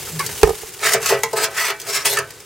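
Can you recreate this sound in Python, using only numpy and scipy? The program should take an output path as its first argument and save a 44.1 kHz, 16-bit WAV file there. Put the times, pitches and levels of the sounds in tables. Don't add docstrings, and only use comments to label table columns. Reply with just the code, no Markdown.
import sys
import numpy as np
from scipy import signal
from scipy.fft import rfft, irfft
from scipy.io import wavfile
from scipy.ndimage import uniform_filter1d

SR = 44100
rng = np.random.default_rng(int(sys.argv[2]) if len(sys.argv) > 2 else 0)


def dump_mix(stems):
    frames = np.atleast_2d(stems).T
    limited = np.clip(frames, -1, 1)
    pcm = np.round(limited * 32767).astype(np.int16)
    wavfile.write(sys.argv[1], SR, pcm)


N = 108045


def amp(db):
    return 10 ** (np.asarray(db) / 20)


def unit(x):
    return x / np.sqrt(np.mean(x ** 2))


def decay(t, t60):
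    return np.exp(-np.log(1000) * t / t60)


def envelope(rows, column=1):
    rows, t = np.array(rows), np.arange(N) / SR
    inside = uniform_filter1d(1. * ((t >= rows[0, 0]) & (t <= rows[-1, 0])), size=300)
    return amp(np.interp(t, rows[:, 0], rows[:, column])) * inside


def colour(x, points):
    size = 4096
    hz, db = np.array(points).T
    curve = np.interp(np.log(np.fft.rfftfreq(size, 1 / SR) + 1), np.log(hz), db)
    cepstrum = irfft(np.log(amp(curve)))[:size // 2]
    cepstrum[1:] *= 2
    impulse = irfft(np.exp(rfft(cepstrum, size)))
    return signal.fftconvolve(x, impulse)[:len(x)]


def band(x, hz, kind, order=3):
    sos = signal.butter(order, np.minimum(hz, SR / 2 - 1), kind, fs=SR, output="sos")
    return signal.sosfilt(sos, x)


def wander(per_s):
    return unit(np.interp(np.arange(N) / SR * per_s, np.arange(4096), rng.standard_normal(4096)))


def struck(blows, modes, column, rise_cycles):
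    force, t = np.zeros(N), np.arange(SR // 3) / SR
    for blow in blows:
        force[int(blow[0] * SR)] += amp(blow[column])
    ring = 0
    for hz, db, t60 in modes:
        rise = 1 - np.exp(-t * hz / rise_cycles)
        ring += amp(db) * np.sin(2 * np.pi * hz * t) * decay(t, t60) * rise
    return signal.fftconvolve(force, ring)[:N]


def pan(x, db):
    return x * amp(np.array([[db], [-db]]) / 2)


# frequency in Hz, side gain in dB.
STEREO_WIDTH = [(50, -5), (130, -14.5), (400, -13), (1500, -17), (2800, -18), (5000, -7.5), (9000, -5.5),
                (15000, -5)]

def stereo(mid, side):
    return mid + colour(side, STEREO_WIDTH) * np.array([[1], [-1]])


def spread(source):
    return stereo(source(), source())


# frequency in Hz, gain in dB.
AIR_COLOUR = [(35, -31), (60, -40), (117, -3), (224, -13), (418, 7.5), (605, -8), (1330, -5), (1520, -7),
              (9230, -13.5), (15000, -83)]

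def open_air():
    return amp(-44) * spread(lambda: unit(colour(rng.standard_normal(N), AIR_COLOUR)))


# time in seconds, level in dB.
RUMBLE_LEVEL = [(0, -42.5), (.3, -39), (.5, -44), (.65, -54), (.85, -46.5), (.95, -42.5), (1.15, -44),
                (1.4, -48), (1.7, -54.5), (2.2, -45.5), (2.45, -53.5)]
# frequency in Hz, gain in dB.
RUMBLE_COLOUR = [(20, -30), (45, -14), (80, -2), (150, -1.5), (240, -14), (500, -7), (2000, -64)]

def handling_rumble():
    noise = spread(lambda: unit(colour(rng.standard_normal(N), RUMBLE_COLOUR)))
    return noise * envelope(RUMBLE_LEVEL)


def grit(per_s, chatter_db, spread_db=2):
    clicks = (rng.random(N) < per_s / SR) * rng.choice([-1, 1], N)
    size_db = spread_db * np.minimum(rng.exponential(size=N), 5)
    return unit(clicks * amp(size_db + chatter_db * wander(per_s=130)))


def wet_ticks(per_s=260, low_hz=2640, high_hz=12130, spread_db=8.5):
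    out, t = np.zeros(N + SR), np.arange(SR // 20) / SR
    fade, candidates = decay(t, t60=0.035), 1000
    for when, pitch, size, chance in rng.random((candidates, 4)):
        if chance * candidates < per_s * N / SR:
            hz, start = low_hz + pitch * (high_hz - low_hz), int(when * N)
            gain = amp(-spread_db * np.log(max(size, 0.1)))
            out[start:start + len(t)] += gain * fade * np.sin(2 * np.pi * hz * t)
    return unit(out[:N])


# time in seconds, level in dB.
RUSTLE_LEVEL = [(0, -34.5), (.04, -31), (.1, -32.5), (.2, -31), (.32, -30.5), (.42, -29.5), (.55, -34.5),
                (.7, -35.5), (.82, -37.5), (1.2, -39.5), (1.8, -43), (2.45, -47)]
# frequency in Hz, gain in dB.
RUSTLE_COLOUR = [(180, -101), (300, -21.5), (404, 2), (543, -21), (744, -8.5), (1240, -11.5), (1560, -10.5),
                 (2210, -9.5), (2980, -8), (3450, -11), (7620, -8.5), (15500, -14)]

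def rustle():
    def grains_and_ticks():
        grains = unit(colour(grit(per_s=9000, chatter_db=2.15), RUSTLE_COLOUR))
        ticks = unit(colour(wet_ticks(), RUSTLE_COLOUR))
        return grains + amp(-11.5) * ticks
    return spread(grains_and_ticks) * envelope(RUSTLE_LEVEL)


# start in seconds, then body, rasp, treble and rim levels in dB.
KNOCKS = [(0.0716, -73, -32, -37, -63), (0.1926, -30, -24, -20.5, -60), (0.203, -30, -21, -41, -40),
          (0.2629, -36, -34, -19.5, -60), (0.2908, -35, -28, -49, -52), (0.4312, -11, -15.5, -19.5, -19),
          (0.493, -23, -34, -26, -48), (0.831, -36, -18.5, -42, -50), (0.9342, -16.5, -23, -10.5, -30),
          (0.944, -6, -31, -43, -43), (1.0587, -50, -39, -16.5, -47), (1.102, -35, -22, -34, -15.5),
          (1.12, -9, -43, -32, -40), (1.2335, -14, -16, -15, -17.5), (1.330, -15.5, -32.5, -26.5, -22),
          (1.336, -21, -36, -34, -34), (1.441, -43, -35, -17.5, -50), (1.7993, -38, -41, -28.5, -62),
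          (1.815, -40, -40, -30, -60), (2.0549, -46, -34, -17, -55), (2.1704, -24, -19.5, -19.5, -51),
          (2.187, -46, -17.5, -18.5, -50), (2.305, -46, -37, -32.5, -70), (2.402, -56, -49.5, -37, -75)]

def knock_force(column, crunch, pulse=0.32, crunch_s=0.0014):
    force, t = np.zeros(N + SR), np.arange(SR // 20) / SR
    fade = t * np.exp(-t / crunch_s)
    scale = np.sqrt(0.0086 * SR)
    for knock in KNOCKS:
        crushed = rng.standard_normal(len(t)) * fade / np.linalg.norm(fade)
        blow = pulse * (t == 0) + crunch * crushed
        start = int(knock[0] * SR)
        force[start:start + len(t)] += blow * amp(knock[column]) * scale
    return force[:N]


# frequency in Hz, gain in dB, t60 in seconds.
RIM_MODES = [(875, 3.5, 0.12), (1036, -3, 0.16), (843, -2, 0.086)]
# frequency in Hz, gain in dB, t60 in seconds.
CAVITY_MODES = [(130, -14, 0.18), (195, -11, 0.075), (420.4, -6.5, 0.11), (449.2, 0.5, 0.16)]

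def knock_notes():
    rim = struck(KNOCKS, RIM_MODES, column=4, rise_cycles=5.7)
    cavity = struck(KNOCKS, CAVITY_MODES, column=1, rise_cycles=5.7)
    return rim + cavity


# time in seconds, pitch in Hz, level in dB.
GROAN = [(.09, 182.4, -61), (.135, 170, -31.5), (.165, 156.4, -28), (.22, 144.4, -36.5), (.29, 127, -42),
         (.34, 115.7, -58)]
# time in seconds, pitch in Hz, level in dB.
SQUEAK = [(.195, 1030, -36), (.202, 1056, -20.5), (.209, 1060, -19), (.214, 1076, -28), (.23, 1060, -29)]

def rubbing(curve, roughness):
    times, hz, _ = np.array(curve).T
    pitch = np.interp(np.arange(N) / SR, times, hz) * (1 + roughness * wander(per_s=204))
    return np.sqrt(2) * np.sin(2 * np.pi * np.cumsum(pitch) / SR) * envelope(curve, column=2)


# time in seconds, frequency in Hz, level in dB.
BLADE_RESONANCES = [
    [(.196, 2150, -37), (.208, 2190, -26.5), (.255, 2090, -45)],
    [(1.88, 5300, -41), (1.95, 5500, -26), (2.03, 5500, -37)],
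    [(2.052, 2587, -19.5), (2.075, 2560, -28), (2.095, 2616, -35)],
    [(2.055, 3250, -21.5), (2.1, 3386, -34), (2.125, 3625, -27), (2.15, 3900, -36)],
    [(2.07, 4240, -39), (2.11, 4150, -30), (2.19, 4200, -48)],
    [(2.07, 10000, -29), (2.125, 11900, -26), (2.16, 13000, -40)],
    [(2.171, 1280, -16), (2.19, 1300, -33), (2.26, 1320, -40)],
    [(2.171, 1800, -16), (2.19, 1780, -28), (2.25, 1750, -42)],
]

def singing_blade(relative_width=0.081):
    out = 0
    for curve in BLADE_RESONANCES:
        times, hz, _ = np.array(curve).T
        phase = 2 * np.pi * np.cumsum(np.interp(np.arange(N) / SR, times, hz)) / SR
        width_hz = relative_width * hz.mean()
        noise = np.sin(phase) * wander(width_hz) + np.cos(phase) * wander(width_hz)
        out += noise * envelope(curve, column=2)
    return out


# start in seconds, level in dB.
BUMPS = [(0.4316, -4), (0.415, -39.5), (0.473, -23), (0.4785, -27.5), (0.4909, -24), (0.504, -24.5),
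         (0.532, -36), (0.632, -36.5)]
# frequency in Hz, gain in dB, t60 in seconds.
BUMP_MODES = [(56.7, -4.5, .12), (78.6, -4.5, 0.11), (171, -9.5, 0.09), (406.4, -2.5, 0.14),
              (433.5, 13.5, 0.06), (654, -37, 0.034), (798, 13, 0.021), (922, -1, 0.036),
              (1216, -1.5, 0.045)]

def heavy_bump(split_hz=200, crack_s=0.0011):
    since = np.arange(N) / SR - BUMPS[0][0]
    burst = (since >= 0) * np.exp(-np.abs(since) / crack_s)
    crack = spread(lambda: burst * unit(band(rng.standard_normal(N), [900, 7500], "bandpass", order=1)))
    thud = struck(BUMPS, [m for m in BUMP_MODES if m[0] < split_hz], column=1, rise_cycles=0.091)
    ring = struck(BUMPS, [m for m in BUMP_MODES if m[0] >= split_hz], column=1, rise_cycles=0.95)
    return pan(band(thud, 30, "highpass"), db=2.5) + pan(ring, db=-8) + amp(-0.5) * crack


# time in seconds, then body, rasp and treble levels in dB.
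STROKES = [
    [(0.8, -49, -29.5, -37), (0.818, -35, -37, -38), (0.836, -25.5, -15.5, -20), (0.874, -29.5, -16, -17.5),
     (0.912, -29, -27, -25), (0.94, -31, -16, -12), (0.96, -35, -24.5, -48), (0.985, -31, -40, -50)],
    [(1.0, -35, -45, -51), (1.02, -36, -32, -29), (1.046, -39, -27, -28), (1.062, -34, -16.5, -19),
     (1.084, -38, -23.5, -16.5), (1.104, -18.5, -17, -20), (1.142, -26.5, -23, -33), (1.2, -34, -49, -65)],
    [(1.355, -29, -28, -30), (1.369, -26.5, -19, -18.5), (1.393, -28.5, -26, -31), (1.431, -25, -26, -21),
     (1.445, -36, -22, -20.5), (1.485, -30, -57, -57), (1.513, -44, -41, -48), (1.52, -35, -45, -45)],
    [(1.52, -42, -38, -47), (1.534, -39, -38, -40), (1.554, -49, -30.5, -30.5), (1.582, -36.5, -20, -24.5),
     (1.634, -39, -21, -21.5), (1.68, -40, -25.5, -26.5), (1.708, -33, -26.5, -33), (1.735, -37, -52, -56)],
    [(1.83, -51, -43, -50), (1.864, -38.5, -37, -37), (1.888, -31, -35.5, -25.5), (1.912, -37, -32, -29.5),
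     (1.946, -38, -22.5, -18.5), (1.996, -35, -30, -31), (2.022, -55, -36, -35), (2.04, -27, -36, -36)],
    [(2.04, -43, -35, -40), (2.058, -27, -21, -16), (2.104, -30.5, -33, -22.5), (2.126, -30, -30, -23.5),
     (2.162, -30, -26, -24.5), (2.174, -37, -19, -47), (2.186, -23.5, -36, -38), (2.22, -42, -38, -65)],
]

def scrape_force(grains, column):
    return grains * sum(envelope(stroke, column) for stroke in STROKES)


# octave centre in Hz, gain in dB, t60 in seconds.
WALL_ECHOES = [(600, -4, 0.36), (1296, 5, 0.2), (2320, -1, 0.19), (4200, 3.5, 0.097), (8260, -7, 0.11),
               (15100, 5.5, 0.036)]

def reflections(t):
    out = 0
    for hz, db, t60 in WALL_ECHOES:
        fade = decay(t, t60)
        echoes = rng.standard_normal(len(t)) * fade / np.linalg.norm(fade)
        out += amp(db) * band(echoes, [hz / np.sqrt(2), hz * np.sqrt(2)], "bandpass", order=2)
    return out


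# frequency in Hz, gain over the plain contact in dB, t60 in seconds.
BOWL_MODES = [(134, 11, 0.35), (406, 25, 0.2), (433.6, 22.5, 0.13), (550, 14.5, 0.19), (659.5, 16.5, 0.23),
              (855, 11, 0.24), (853, -47, 0.72), (1118, -1, 0.055), (1276, 17.5, 0.13), (1527, 15, 0.49),
              (1732, 7, 0.11), (1805, -6.5, 0.1), (1962, 11, 0.34), (2316, 9.5, 0.41)]
# frequency in Hz, gain in dB.
CONTACT_COLOUR = [(40, -54), (130, 1), (240, -11), (400, -1.5), (700, 3.5), (1200, -2.5), (1800, 3.5),
                  (2600, 1.5), (3300, -3.5), (5200, 2), (8000, 4.5), (10000, -2), (13000, -6.5),
                  (16000, -9)]

def bowl_response(body_hz=932, treble_hz=2930):
    t = np.arange(SR // 4) / SR
    ring = 1. * (t == 0)
    for hz, db, t60 in BOWL_MODES:
        gain = amp(db) * 2 * np.log(1000) / (t60 * SR)
        ring += gain * decay(t, t60) * np.cos(2 * np.pi * hz * t)
    mid = colour(ring + reflections(t), CONTACT_COLOUR)
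    side = colour(np.sqrt(2) * reflections(t) - 0.44 * band(ring, body_hz, "lowpass"), CONTACT_COLOUR)
    both = stereo(mid, side)
    body = band(both, body_hz, "lowpass", order=4)
    rasp = band(both, [body_hz, treble_hz], "bandpass")
    treble = band(both, treble_hz, "highpass", order=4)
    return [part / np.linalg.norm(part.mean(axis=0)) for part in (body, rasp, treble)]


def stirred_bowl(places=17, body_lag_s=0.00328):
    grains = grit(per_s=7000, chatter_db=2.33)
    thuds = np.roll(knock_force(column=1, crunch=0.98), int(body_lag_s * SR))
    body = scrape_force(grains, column=1) + amp(-5.5) * thuds
    rasp, treble = (scrape_force(grains, column) + knock_force(column, crunch=0.81) for column in (2, 3))
    out = np.zeros((2, N + SR))
    for span in np.array_split(np.arange(N), places):
        for force, response in zip((body, rasp, treble), bowl_response()):
            sound = signal.fftconvolve(force[span][None], response, axes=1)
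            out[:, span[0]:span[0] + sound.shape[1]] += sound
    return out[:, :N]


def scene():
    tones = rubbing(GROAN, roughness=0.072) + rubbing(SQUEAK, roughness=0.043) + spread(singing_blade)
    bowl = stirred_bowl() + knock_notes()
    surroundings = rustle() + handling_rumble() + open_air()
    return bowl + surroundings + tones + heavy_bump()


def record(dry, top_hz=15850):
    lowpass = signal.ellip(10, .2, 70, top_hz, fs=SR, output="sos")
    return signal.sosfilt(lowpass, np.clip(dry, -1, 1))


dry = scene()
out = record(dry)
dump_mix(out)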